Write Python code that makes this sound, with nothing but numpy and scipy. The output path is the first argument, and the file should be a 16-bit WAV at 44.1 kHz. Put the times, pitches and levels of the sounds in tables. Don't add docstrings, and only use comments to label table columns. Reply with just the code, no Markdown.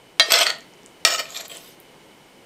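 import sys
import numpy as np
from scipy import signal
from scipy.fft import rfft, irfft
from scipy.io import wavfile
from scipy.ndimage import uniform_filter1d

SR = 44100
rng = np.random.default_rng(int(sys.argv[2]) if len(sys.argv) > 2 else 0)


def to_linear_factor(level_db):
    exponent = np.asarray(level_db, float) / 20
    return 10 ** exponent


def master_out(mix):
    frames = np.transpose(np.atleast_2d(mix))
    ceiling = np.clip(frames, -1, 1)
    pcm = np.round(ceiling * 32767).astype(np.int16)
    wavfile.write(sys.argv[1], SR, pcm)


N = 108045

# (time [s], peak level [dB])
TAPS = [
    (0.197, 2.5),
    (0.32, 0.5),
    (1.05, 1),
]
# (named modes [dB], crowd [dB], brightness [dB per octave], crack [dB])
TAP_MIX = [(-8, -11, 0.57, -18), (-4, -12.5, 4.5, -40), (-9.5, -11.5, 6, -9)]
THUD_LEVELS = [-38, -33, -41]
# (level [dB], t60 [s])
FIRST_TAP_HZ = [662, 1300, 1620, 1852, 2196, 3214, 3994, 4194, 4716, 5862, 8080, 9286, 11850]
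FIRST_TAP_MODES = [(-14.5, 0.17), (-18, 0.19), (-22, 0.21), (-7.5, 0.23), (-8.5, 0.36), (-4.5, 0.2),
                   (-3.5, 0.14), (-7.5, 0.23), (-7.5, 0.16), (-16.5, 0.36), (-49, 0.11), (-42, 0.16),
                   (-35, 0.065)]
# (pitch [Hz], level [dB], t60 [s])
SECOND_TAP_MODES = [(662, -17.5, 0.24), (1305, -22, 0.058), (2200, -17, 0.041), (3350, -7, 0.046),
                    (4530, -2, 0.023), (5040, -10.5, 0.028), (6500, -21, .03), (7970, -8, 0.038),
                    (11960, -13, .07), (11900, -20, .05)]
# (level [dB], t60 [s])
THIRD_TAP_HZ = [668, 1306, 1895, 2378, 2912, 4440, 4732, 5245, 5500, 6853, 8030, 11900]
THIRD_TAP_MODES = [(-13, 0.2), (-7.5, 0.073), (-7, 0.16), (-2, 0.053), (-14, 0.11), (-1.5, 0.037),
                   (-8.5, 0.032), (-12, 0.19), (7, 0.014), (-21, 0.027), (-12.5, 0.081), (-19, 0.065)]
# (pitch [Hz], level [dB per Hz])
CROWD_SPECTRUM = [(150, -56), (250, -30.5), (659, -13.5), (916, -16.5), (3300, -2.5), (8120, -10),
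                  (10700, -20), (12100, -23.5), (15700, -74.5)]
# (time [s], level [dB])
DRAGS = [
    [(.25, -38), (.302, -26), (.305, -8), (.316, -26), (.3185, -50), (.335, -14), (.4, -16.5), (.435, -16),
     (.45, -58)],
    [(.452, -42), (.463, -16.5), (.475, -26), (.505, -23.5), (.518, -63)],
    [(1.06, -21), (1.11, -24), (1.15, -22.5), (1.175, -33), (1.195, -18.5), (1.215, -37.5), (1.235, -47)],
    [(1.24, -45.5), (1.33, -39), (1.37, -28.5), (1.39, -40), (1.41, -30.5), (1.43, -54), (1.455, -34.5),
     (1.475, -53)],
    [(1.495, -29), (1.503, -37.5), (1.52, -31.5), (1.532, -46), (1.55, -33.5), (1.57, -41), (1.59, -56)],
    [(1.5, -51), (1.6, -54), (1.66, -55.5), (1.75, -64.5)],
]
# (slips [per s], size spread [dB], crowd [dB], brightness [dB per octave], grit [dB])
DRAG_MIX = [(2520, 4, -1, -1.5, -21), (1580, 3.5, 0, -1, -28), (2658, 3, -2.5, -2, -19.5),
            (2200, 3, -1.5, 1.5, -32), (2070, 4.5, -8, -3.5, -14), (4870, 1, 9, 1.5, 6)]
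# (pitch [Hz], width [Hz], level [dB])
SPOT_FIRST_SCRAPE = [(662, 29, -1), (1290, 47, -4), (2200, 31, 0), (2480, 75, -6), (2970, 57, -6),
                     (3220, 58, 0), (4190, 70, -3), (4730, 60, -7), (5300, 200, -5), (6190, 130, -11),
                     (7240, 49, -10), (8070, 73, -6), (11900, 60, -11), (12200, 60, -14)]
SPOT_SCRAPE_TAIL = [(660, 60, -4), (1290, 80, -4), (1900, 250, -4), (2200, 80, -3), (3250, 170, 0),
                    (4380, 180, -1), (8070, 110, -12), (11900, 120, -14)]
SPOT_SECOND_DRAG = [(680, 50, 2), (515, 40, -5), (1305, 60, -2), (1870, 60, -1), (2385, 50, 0),
                    (2930, 70, 0), (4500, 80, 1), (5300, 140, 2), (7000, 260, -3), (8030, 80, -4),
                    (11800, 130, -7), (15000, 350, -17)]
SPOT_LIGHT_STROKE = [(657, 30, 3), (1300, 130, -5), (1880, 67, -8), (2440, 62, -3), (3280, 60, -4),
                     (3610, 200, -4), (4180, 60, -1), (4570, 130, -5), (5810, 90, -9), (6850, 160, -3),
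                     (7600, 100, -1), (11550, 120, -4), (14700, 400, -21)]
SPOT_LAST_STROKE = [(673, 40, 3), (349, 50, 3), (2090, 140, -10), (3150, 200, -2), (4300, 160, -6),
                    (480, 60, -2), (7130, 120, -7), (7800, 160, -1), (11200, 140, -12), (11800, 110, -11)]
# (time [s], peak level [dB], centre pitch [Hz])
KNOCKS = [(.262, -23, 432), (.285, -12, 430), (0.339, 3, 4150), (.346, -21, 5170), (0.3714, -5, 2540),
          (.414, 1, 3250), (0.4178, 0.5, 3000), (0.429, 1.5, 3340), (0.466, 4, 4380), (0.49, -26, 4340),
          (0.5024, -2, 4375), (1.1378, -4, 6770), (1.1483, -6, 2820), (1.161, -9, 7000), (1.182, -9, 5700),
          (1.1895, -36, 4740), (1.203, -18, 2340), (1.2552, -18, 2500), (1.2853, -39, 2410),
          (1.304, -19.5, 6750), (1.347, -19, 3350), (1.3645, -9, 3720), (1.368, -13, 7100),
          (1.392, -23, 646), (1.4016, -18, 4180), (1.43, -25, 645), (1.455, -25, 670), (1.4983, -34, 3000),
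          (1.518, -24, 3100), (1.5434, -32, 3200)]
# (time [s], peak level [dB], centre pitch [Hz])
TICKS = [(.526, -48, 14500), (.555, -52, 14500), (.571, -51.5, 13400), (0.586, -35, 11000),
         (0.6073, -31, 6500), (.737, -38.5, 5960), (.8335, -38, 5870), (0.8615, -25.5, 7800),
         (1.126, -28, 14500), (1.131, -31, 13100), (1.144, -29.5, 14500), (1.161, -27, 14100),
         (1.196, -18.5, 13500), (1.203, -28.5, 14500), (1.239, -32, 14500), (1.306, -30, 13700),
         (1.35, -25, 14000), (1.3742, -17.5, 5540), (1.4818, -18.5, 14200), (1.52, -29, 13400),
         (1.5711, -20, 8950), (1.8016, -25, 12900)]
# (time [s], pitch [Hz], level [dB])
SQUEAK_LOW = [(1.503, 10700, -57), (1.535, 12600, -59), (1.59, 13200, -60), (1.612, 12700, -62),
              (1.622, 12350, -53), (1.65, 11450, -56), (1.7, 9950, -60), (1.742, 8600, -61)]
SQUEAK_HIGH = [(1.612, 15900, -63), (1.628, 15750, -57), (1.645, 14800, -59), (1.665, 13300, -55),
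               (1.69, 12250, -56), (1.715, 11300, -59)]
# (pitch [Hz], level [dB per Hz])
HUM_SPECTRUM = [(12, -42), (20, -9.5), (74, -14.5), (149, -2), (418, -6.5), (1020, -9), (1170, -12),
                (2860, -13.5), (15700, -30)]
# (pitch [Hz], width [Hz], level [dB])
HUM_HUMPS = [(424, 190, 6), (872, 180, 2.7), (2190, 140, 5.9), (3000, 110, 9), (8700, 370, 4.9)]
CROWD_HZ = np.sort(rng.uniform(17, 126, 450)) ** 2

RING = SR // 4
LONGEST_T60_S = 0.12
CROWD_T60_S, CROWD_T60_SLOPE = 0.069, -0.64
TWIN_SPREAD = 0.004
CRACK_LOW_HZ, CRACK_HIGH_HZ, CRACK_DECAY_S = 1220, 8930, 0.00046
SPOT_S, SPOT_SPREAD_DB, GRIT_HZ, DRAG_DB = 0.012, 2.5, 5000, -4.0
KNOCK_WIDTH_OCT, KNOCK_DAMP, KNOCK_DB, KNOCK_RUB_S = 0.71, 0.69, -15.5, 0.0012
KNOCK_OWN_WIDTH_HZ, KNOCK_OWN_DB = 58, 4
TICK_WIDTH = 0.22
SQUEAK_WOBBLE_HZ, SQUEAK_FLUTTER_DB = 80, 4
PAN_LOW_HZ = 365
ROOM_T60_S, ROOM_DB, ROOM_CUT_HZ = 0.33, -7.5, 2500
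HUM_DB = -50


def rms_one(x):
    return x / np.sqrt(np.mean(x ** 2) + 1e-20)


def at_hz(points, hz):
    point_hz, db = np.array(points)[:, :2].T
    return np.interp(np.log(hz), np.log(point_hz), db)


def drift(rate_hz):
    r = np.exp(-2 * np.pi * rate_hz / SR)
    noise = rng.standard_normal(N + 9000)
    return rms_one(signal.lfilter([1], [1, -2 * r, r * r], noise)[9000:])


def add(out, s, x):
    i = int(s * SR)
    out[i:i + len(x)] += x[:len(out) - i]


def ringing(hz, db, t60, phase=0):
    t = np.arange(RING)[:, None] / SR
    decay = to_linear_factor(db - 60 * t / np.clip(t60, 0.004, LONGEST_T60_S))
    return decay * np.sin(2 * np.pi * hz * t + phase)


def small_modes():
    t60 = CROWD_T60_S * (CROWD_HZ / 1000) ** CROWD_T60_SLOPE
    return ringing(CROWD_HZ, at_hz(CROWD_SPECTRUM, CROWD_HZ), t60)


def crowd(modes, tilt_db):
    brightness = to_linear_factor(tilt_db * np.log2(CROWD_HZ / 3000))
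    x = modes @ (brightness * rng.standard_normal(len(CROWD_HZ)))
    return x / np.sqrt(np.mean(x[:200] ** 2))


def twins(peaks, damp, gain_db=0):
    hz, width, db = np.transpose(peaks)
    level = db + gain_db + 20 * np.log10(width / 50)
    phase = np.pi * np.arange(len(hz))
    total = 0
    for side in (-1, 1):
        pitch = hz * (1 + side * TWIN_SPREAD * (hz / 12000) ** 2)
        total = total + ringing(pitch, level, damp / width, phase).sum(axis=1)
    return total


def taps(modes):
    out, t = np.zeros(N), np.arange(2000) / SR
    spots = (ringing(np.array(FIRST_TAP_HZ), *np.transpose(FIRST_TAP_MODES)),
             ringing(*np.transpose(SECOND_TAP_MODES)),
             ringing(np.array(THIRD_TAP_HZ), *np.transpose(THIRD_TAP_MODES)))
    band = signal.butter(2, [CRACK_LOW_HZ, CRACK_HIGH_HZ], "band", fs=SR, output="sos")
    for (s, db), spot, (modes_db, crowd_db, tilt_db, crack_db) in zip(TAPS, spots, TAP_MIX):
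        x = to_linear_factor(modes_db) * spot.sum(axis=1) + to_linear_factor(crowd_db) * crowd(modes, tilt_db)
        burst = rng.standard_normal(2000) * np.exp(-t / CRACK_DECAY_S)
        x[:2000] += to_linear_factor(crack_db) * signal.sosfilt(band, burst)
        add(out, s, to_linear_factor(db) * x)
    return out


def drags(modes):
    out, t = np.zeros(N), np.arange(N) / SR
    high = signal.butter(2, GRIT_HZ, "high", fs=SR, output="sos")
    grit = signal.sosfilt(high, np.arange(RING) == 0)
    spots = (SPOT_FIRST_SCRAPE, SPOT_SCRAPE_TAIL, SPOT_SECOND_DRAG,
             SPOT_LIGHT_STROKE, SPOT_LAST_STROKE, SPOT_LAST_STROKE)
    for rows, peaks, (rate, spread_db, crowd_db, tilt_db, grit_db) in zip(DRAGS, spots, DRAG_MIX):
        s, db = np.transpose(rows)
        sizes = to_linear_factor(spread_db * np.minimum(rng.exponential(1, N), 4)) * rng.choice([-1, 1], N)
        slips = rms_one(sizes * (rng.random(N) < rate / SR))
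        pressure_db = np.interp(t, s, db, -140, -140)
        slips = slips * to_linear_factor(2.2 * drift(63) + pressure_db)
        spot = rng.integers(0, 4, N)[(t / SPOT_S).astype(int)]
        near = slice(int(s[0] * SR) - 2000, int(s[-1] * SR) + 2000)
        for k in range(4):
            spot_db = SPOT_SPREAD_DB * rng.standard_normal(len(peaks))
            named = twins(peaks, damp=2.5, gain_db=spot_db)
            small = crowd(modes, tilt_db)
            body = named / np.linalg.norm(named) + to_linear_factor(crowd_db) * small / np.linalg.norm(small)
            body = body + to_linear_factor(grit_db) * grit
            rasp = signal.fftconvolve((slips * (spot == k))[near], body)
            add(out, near.start / SR, to_linear_factor(DRAG_DB) * rasp)
    return out


def spot_under(s):
    if s < 0.4:
        return SPOT_FIRST_SCRAPE
    if s < 1:
        return SPOT_SCRAPE_TAIL
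    if s < 1.25:
        return SPOT_SECOND_DRAG
    return SPOT_LIGHT_STROKE


def knocks():
    out = np.zeros(N)
    rise = 1 - np.exp(-(np.arange(RING) / SR / KNOCK_RUB_S) ** 2)
    for s, db, centre_hz in KNOCKS:
        peaks = spot_under(s) + [(centre_hz, KNOCK_OWN_WIDTH_HZ, KNOCK_OWN_DB)]
        octaves_off = np.abs(np.log2(np.array(peaks)[:, 0] / centre_hz))
        x = rise * twins(peaks, damp=KNOCK_DAMP, gain_db=-6.5 * octaves_off / KNOCK_WIDTH_OCT)
        add(out, s, to_linear_factor(db + KNOCK_DB) * 2 * x / np.abs(x).max())
    return out


def thud():
    out = np.zeros(N)
    push = np.exp(-np.arange(SR // 20) / SR / 0.002)
    for (s, _), db in zip(TAPS, THUD_LEVELS):
        add(out, s, to_linear_factor(db) * push)
    return out


def ticks():
    out, t = np.zeros(N), np.arange(-60, 60) / SR
    for s, db, hz in TICKS:
        bell = np.exp(-0.5 * (2 * np.pi * TICK_WIDTH * hz * t) ** 2)
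        add(out, s - 60 / SR, to_linear_factor(db) * np.sin(2 * np.pi * hz * t) * bell)
    return out


def squeak(rows):
    s, hz, db = np.transpose(rows)
    t = np.arange(N) / SR
    glide = uniform_filter1d(np.interp(t, s, hz), size=400)
    pitch = glide + SQUEAK_WOBBLE_HZ * drift(100)
    gain = to_linear_factor(np.interp(t, s, db, -140, -140) + SQUEAK_FLUTTER_DB * drift(90))
    return gain * np.sin(2 * np.pi * np.cumsum(pitch) / SR)


def kitchen(x):
    t = np.arange(SR) / SR
    white = rng.standard_normal(SR)
    low = signal.sosfilt(signal.butter(1, ROOM_CUT_HZ, fs=SR, output="sos"), white)
    tail = low * to_linear_factor(-60 * t / ROOM_T60_S) + (white - low) * to_linear_factor(-100 * t / ROOM_T60_S)
    tail = tail * (t > 0.004)
    return to_linear_factor(ROOM_DB) * signal.fftconvolve(x, tail / np.linalg.norm(tail))[:N]


def hum():
    hz = np.fft.rfftfreq(N, 1 / SR) + 1
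    db = at_hz(HUM_SPECTRUM, hz)
    for centre_hz, width_hz, hump_db in HUM_HUMPS:
        db = db + hump_db * np.exp(-((hz - centre_hz) / width_hz) ** 2)
    noise = rms_one(irfft(rfft(rng.standard_normal(N)) * to_linear_factor(db), N))
    return to_linear_factor(HUM_DB + 0.5 * drift(2)) * noise


def scene():
    modes = small_modes()
    pan = taps(modes) + drags(modes) + knocks()
    pan = signal.sosfilt(signal.butter(4, PAN_LOW_HZ, "high", fs=SR, output="sos"), pan)
    pan = pan + ticks() + squeak(SQUEAK_LOW) + squeak(SQUEAK_HIGH)
    return (pan + kitchen(pan) + thud() + hum())[None]


def top_cut(x):
    return signal.sosfilt(signal.butter(12, 15830, fs=SR, output="sos"), x)


def record(dry):
    low_pass = signal.cheby2(10, 40, 15800 * 1.02, fs=SR, output="sos")
    mix = np.clip(signal.sosfilt(low_pass, dry), -1.0, 1.0)
    return top_cut(mix)


dry = scene()
out = record(dry)
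master_out(out)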